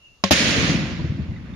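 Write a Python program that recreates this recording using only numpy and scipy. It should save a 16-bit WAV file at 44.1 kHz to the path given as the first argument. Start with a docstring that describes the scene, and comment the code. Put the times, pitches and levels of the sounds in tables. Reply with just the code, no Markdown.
"""Two blasts on a distant dirt road, a small one and then a heavy one, break a quiet in which an insect sings.
Each arrives as a few N-shaped shock fronts with ringing resonances and a burst of crackling noise.
Trees scatter the blasts into a long hiss of random echoes that the air dulls; banks and hills send back
low thumps, as windowed sines, over a rumble of sparse echoes. Filtered noise makes the insect and the
faint open air; brief sine tones chirp like birds."""
import sys
import numpy as np
from scipy import signal
from scipy.io import wavfile

SR = 44100
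rng = np.random.default_rng(int(sys.argv[2]) if len(sys.argv) > 2 else 0)


def to_linear_factor(level_db):
    """Convert decibel levels (scalar or array-like) to linear amplitude factors."""
    exponent = np.asarray(level_db, float) / 20
    return 10 ** exponent


def to_wav(sig):
    """Store sig (one row per channel, or 1-D mono) as 16-bit WAV at the path in sys.argv[1].

    Samples outside -1..1 are clipped; the rate is SR.
    """
    pcm = np.clip(np.atleast_2d(sig), -1, 1) * 32767
    pcm = np.round(pcm).astype(np.int16)
    wavfile.write(sys.argv[1], SR, pcm.T)  # frames by channels


N = 68355
SMALL_S, HEAVY_S = .2383, .3088   # onsets of the two charges, seconds


def rms_one(x):
    """Normalises a signal to unit root-mean-square."""
    return x / np.sqrt(np.mean(x ** 2) + 1e-20)


def in_time(rows, before_db=-120.):
    """Level envelope in dB: straight lines between (s, dB) points."""
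    s, db = np.transpose(rows)
    return np.interp(np.arange(N) / SR, s, db, left=before_db)


def at_hz(points, hz):
    """Reads a frequency curve, interpolated on a logarithmic frequency axis."""
    return np.interp(np.log(hz), np.log(np.array(points)[:, 0]), np.array(points)[:, 1])


def pan(db):
    """Level difference between the ears, left over right, split evenly as two gains."""
    return to_linear_factor(np.array([[db / 2], [-db / 2]]))


def dull(x, top_hz):
    """Second-order low-pass: treble above top_hz falls away."""
    return signal.sosfilt(signal.butter(2, min(top_hz, .45 * SR), fs=SR, output="sos"), x)


def drift(rate_hz):
    """Slow random fluctuation of unit rms: noise through a double real pole."""
    step = 40   # samples between drawn values
    pole = np.exp(-2 * np.pi * step * rate_hz / SR)
    noise = rng.standard_normal(N // step + 502)
    slow = signal.lfilter([1], [1, -2 * pole, pole * pole], noise)[500:]   # settled part only
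    return np.interp(np.arange(N) / step, np.arange(len(slow)), rms_one(slow))


def arrivals(per_s, spread_db):
    """Random impulse trains of uneven size and sign: two draws of a mid and a side train."""
    shape = (2, 2, N)
    present = rng.random(shape) < per_s / SR
    size = to_linear_factor(spread_db * np.minimum(rng.exponential(1, shape), 4))
    return rms_one(present * size * rng.choice([-1, 1], shape))


def coloured(trains, spectrum, loss=None, patchy_db=0., likeness=None):
    """Third-octave filter bank setting level, fading, coherence and balance; rms 1 before fading and balance."""
    # coherence of the two channels: hz, likeness (0 to 1)
    usual_likeness = [(60, 0.57), (130, 0.95), (290, 0.86), (630, 0.79), (1380, 0.049), (3030, 0.16),
                      (6640, 0.041), (14500, .2)]
    # level of left over right: hz, balance_db
    balance = [(60, 0), (200, 0.5), (690, -0.5), (1270, 1), (2330, -5.5), (4290, -4), (7900, -0.5),
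               (14500, 3.5)]
    likeness = usual_likeness if likeness is None else likeness
    out, power = 0, 0
    edges = 22 * 2 ** np.arange(0, 9.9, 1 / 3)
    since = np.maximum(np.arange(N) / SR - HEAVY_S, 0)
    for k, (low, high) in enumerate(zip(edges, edges[1:])):
        hz = np.sqrt(low * high)
        if not spectrum[0][0] < hz < spectrum[-1][0]:
            continue
        band_pass = signal.butter(2, [low, high], "band", fs=SR, output="sos")
        mid, side = signal.sosfilt(band_pass, trains[k % 2] + 1e-18)   # neighbouring bands use different draws
        alike = np.clip(at_hz(likeness, hz), 0, 1)
        stereo = np.sqrt(1 + alike) * mid + np.sqrt(1 - alike) * side * [[1], [-1]]
        band = to_linear_factor(at_hz(spectrum, hz)) * stereo
        power += np.mean(band ** 2)
        fade_db = -at_hz(loss, hz) * since if loss is not None else 0
        out = out + band * pan(at_hz(balance, hz)) * to_linear_factor(fade_db + patchy_db * drift(12.0))
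    return out / np.sqrt(power)


def shocks():
    """N-waves: pressure rises suddenly, falls straight through zero and quickly returns."""
    # fronts, direct and off the ground nearby: start_s, level_db, length_ms, left_over_right_db
    fronts = [(.2382, -12, .9, 1), (.2390, -3, 1.2, 0), (.2404, -12, 1.4, 4), (.2419, -10, 1.6, 3),
              (.3087, -6, 2.8, 5), (.3118, -9, 3.3, 1), (.3152, -4, 3.0, 3), (.3190, -9, 5.0, 4)]
    out, t = np.zeros((2, N)), np.arange(N) / SR
    for s, db, ms, side_db in fronts:
        phase = (t - s) * 1000 / ms
        edge = np.clip(np.minimum(phase * 8, (1 - phase) * 5), 0, 1)
        out += pan(side_db) * to_linear_factor(db) * (1 - 2 * phase) * edge
    return out


def crackle():
    """Debris noise behind each front: random impulses hold, then decay exponentially; the small charge is duller."""
    # bursts: start_s, level_db, hold_s, t60_s, treble_limit_hz
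    bursts = [(.2383, -8, .003, .025, 6000), (.3087, -8.5, .018, .015, 18000)]
    # relative spectral density: hz, density_db (per Hz)
    crackle_colour = [(300, -20), (660, 14), (1400, 7), (2500, 6.5), (4250, 8.5), (7000, 3.5), (10000, 1),
                      (16500, 4.5)]
    # coherence of the two channels: hz, likeness (0 to 1)
    crackle_likeness = [(300, 0.21), (1500, 0.1), (5000, 0.082), (12000, 0.14)]
    t, out = np.arange(N) / SR, 0
    noise = coloured(arrivals(6000, 2.85), crackle_colour, likeness=crackle_likeness)
    for s, db, hold, t60, top_hz in bursts:
        decay_db = -60 * np.maximum(t - s - hold, 0) / t60
        out = out + (t > s) * to_linear_factor(db + decay_db) * dull(noise, top_hz)
    return out


def ring(s, hz, db, t60):
    """Damped resonance: a cosine that rises within 0.4 ms and decays exponentially, by 60 dB in t60 seconds."""
    t = np.maximum(np.arange(N) / SR - s, 0)
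    rise = np.minimum(t / .0004, 1)
    return to_linear_factor(db - 60 * t / t60) * np.cos(2 * np.pi * hz * t) * rise


def rings():
    """Modal ringing of ground and air pocket, struck by each charge and stronger on the left."""
    # modes struck by each charge: pitch_hz, level_db, t60_s
    small_modes = [(194.3, -12, 0.12), (222, -28.5, 0.097), (547, -21, 0.14), (1074, -20.5, 0.081),
                   (713, -15.5, 0.039), (372, -27.5, .13), (96, -25, 0.15)]
    heavy_modes = [(83, -12.5, 0.13), (267, -16, 0.08), (599.4, -5, 0.05), (162, -20.5, 0.11),
                   (1815, -22.5, 0.25)]
    small = sum(ring(SMALL_S, *mode) for mode in small_modes)
    heavy = sum(ring(HEAVY_S, *mode) for mode in heavy_modes)
    return pan(6.4) * small + pan(7.7) * heavy


def trees():
    """Multiple scattering: countless small echoes; the later they come, the more treble the air has absorbed."""
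    # scatter envelopes of the small and the heavy charge: time_s, level_db
    small_scatter = [(.2385, -24), (.256, -26), (.285, -30), (.296, -31), (.301, -44), (.307, -32)]
    heavy_scatter = [(0.329, -12), (0.352, -16), (.55, -19.5), (.71, -23), (.8, -29.5), (.87, -34),
                     (.95, -39), (1.051, -42), (1.151, -48), (1.25, -50.5), (1.4, -54.5), (1.55, -54.5)]
    # relative spectral density: hz, density_db (per Hz)
    scatter_colour = [(300, -30), (400, -5.5), (560, -6), (850, -13.5), (1310, -7.5), (2100, 0.5),
                      (2700, -1), (4000, -3), (5500, -6), (7000, -7), (9500, -6.5), (12000, -50),
                      (16500, -29)]
    # air absorption on top of the envelope's fall: hz, loss_db_per_s (negative slows the fall)
    air_loss = [(400, -9.5), (1000, -16), (2500, -4.5), (5000, 3), (9000, 19.5), (14000, 29)]
    trains = arrivals(per_s=6000, spread_db=3)
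    echoes = coloured(trains, scatter_colour, air_loss, patchy_db=1.1)
    before_heavy = np.arange(N) < HEAVY_S * SR
    small = to_linear_factor(in_time(small_scatter)) * before_heavy * dull(echoes, 6660)
    heavy = to_linear_factor(in_time([(HEAVY_S, -22)] + heavy_scatter)) * echoes
    return small + heavy


def rumble():
    """Diffuse reflection from banks and hills: sparse dull echoes that roll together."""
    # envelope: time_s, level_db
    rumble_levels = [(0.33, -20.5), (0.352, -23), (0.648, -16), (0.666, -19.5), (0.696, -16.5), (0.82, -21),
                     (0.968, -25.5), (0.996, -22), (1.052, -22.5), (1.08, -28), (1.098, -26),
                     (1.182, -26.5), (1.204, -19.5), (1.261, -28.5), (1.3, -26), (1.346, -32),
                     (1.55, -29.5)]
    # relative spectral density: hz, density_db (per Hz)
    rumble_colour = [(15, -69.5), (25, -25), (75, -3.5), (113, -10), (151, -1), (310, -3.5), (385, -22.5),
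                     (568, -2.5), (700, -34.5), (910, -46.5), (1540, -120)]
    # loss on top of the envelope's fall: hz, loss_db_per_s (negative slows the fall)
    rumble_loss = [(30, -7.5), (100, -4.5), (200, 5), (300, 9.5), (600, 20)]
    echoes = coloured(arrivals(per_s=500, spread_db=3), rumble_colour, rumble_loss)
    return to_linear_factor(in_time([(HEAVY_S, -40)] + rumble_levels)) * echoes


def thumps():
    """Discrete reflections: the loudest echoes stand out as low tone bursts under a sine-squared window."""
    # single echoes: start_s, level_db (before the common trim), pitch_hz
    echoes = [(0.329, -11, 214), (0.577, -9.5, 202), (0.622, -14.5, 198), (0.637, -15.5, 156),
              (0.692, -16, 170), (0.748, -10, 215), (0.91, -16, 228), (1.003, -18, 95.4),
              (1.039, -14.5, 130.4), (1.088, -11.5, 98), (1.116, -15, 200), (1.146, -17, 105),
              (1.191, -14, 154), (1.283, -15, 97.4), (1.312, -20, 177), (1.404, -24, 185)]
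    length_cycles, trim_db = 2.67, -2.5
    t, out = np.arange(N) / SR, 0
    for s, db, hz in echoes:
        progress = np.clip((t - s) * hz / length_cycles, 0, 1)
        out = out + to_linear_factor(db + trim_db) * np.sin(np.pi * progress) ** 2 * np.sin(2 * np.pi * hz * (t - s))
    return pan(0.89) * out


def chirps():
    """Windowed sine tones: brief, soft and bird-like."""
    # tones: start_s, level_db, pitch_hz, length_s
    tones = [(.195, -62, 1150, .02), (.985, -39, 980, .03), (1.332, -54, 1950, .01),
             (1.358, -39, 2000, .016), (1.361, -50, 3750, .012), (1.533, -46, 3600, .014)]
    t, out = np.arange(N) / SR, 0
    for s, db, hz, length in tones:
        window = np.sin(np.pi * np.clip((t - s) / length, 0, 1)) ** 2
        out = out + to_linear_factor(db) * window * np.sin(2 * np.pi * hz * t)
    return out


def insect():
    """Narrow-band noise sings near one pitch; its random beating is partly evened out."""
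    # envelope: time_s, level_db
    song_levels = [(0, -59.5), (.06, -48.5), (.1, -55), (.15, -58.5), (.2, -65), (.3, -68)]
    pitch_hz, width_hz, evenness = 2785, 120, .5
    band = signal.butter(2, [pitch_hz - width_hz / 2, pitch_hz + width_hz / 2], "band", fs=SR, output="sos")
    noise = rng.standard_normal((2, N)) + 0.2 * rng.standard_normal(N)   # partly shared by both channels
    song = rms_one(signal.sosfilt(band, noise))
    envelope = np.abs(signal.hilbert(song))
    song = rms_one(song / (envelope + .1) ** evenness)
    return to_linear_factor(in_time(song_levels)) * song


def open_air():
    """Broadband noise, shaped by band filters into the faint sound of open air."""
    # relative spectral density: hz, density_db (per Hz)
    air_colour = [(20, 6.5), (80, -4), (220, -15.5), (850, -24.5), (1150, -20), (1400, -25), (2300, -27.5),
                  (4000, -25.5), (6000, -26.5), (9000, -26.5), (16500, -40)]
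    noise = coloured(rng.standard_normal((2, 2, N)), air_colour, patchy_db=.7)
    return to_linear_factor(-54.5) * noise[:, ::-1]   # reversed in time, so that its bands already sound at the start


def ground_dip(fronts):
    """Destructive interference: the small charge's ground echo cancels a band near 1490 Hz."""
    small = fronts * (np.arange(N) < (SMALL_S + HEAVY_S) / 2 * SR)
    heavy = fronts - small
    return heavy + signal.lfilter(*signal.iirnotch(1490, 3.7, SR), small)


def scene():
    """Superposes the blasts, their echoes and the quiet field."""
    fronts = ground_dip(shocks() + crackle())
    echoes = trees() + rumble() + thumps()
    return fronts + rings() + echoes + chirps() + insect() + open_air()


def roll_off(x):
    """The treble ends steeply here."""
    return signal.sosfilt(signal.butter(12, 15140, fs=SR, output="sos"), x)


def record(dry):
    """Microphone high-pass and soft saturation. 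Separately, above a narrow gap near 7.8 kHz the treble sounds
    weaker."""
    ports = []
    for port, low_hz in zip(dry, (45, 78.6)):   # bass limits of left and right
        high_pass = signal.butter(2, low_hz, "high", fs=SR, output="sos")
        ports.append(signal.sosfilt(high_pass, port))
    x = 0.86 * np.tanh(np.array(ports) / 0.93)   # rounds the peaks
    main = signal.sosfilt(signal.cheby2(14, 45, 7700, fs=SR, output="sos"), x)
    upper = signal.sosfilt(signal.cheby2(10, 45, [7900, 14900], "band", fs=SR, output="sos"), x)
    return roll_off(main + to_linear_factor(-10.5) * upper)


dry = scene()
out = record(dry)
to_wav(out)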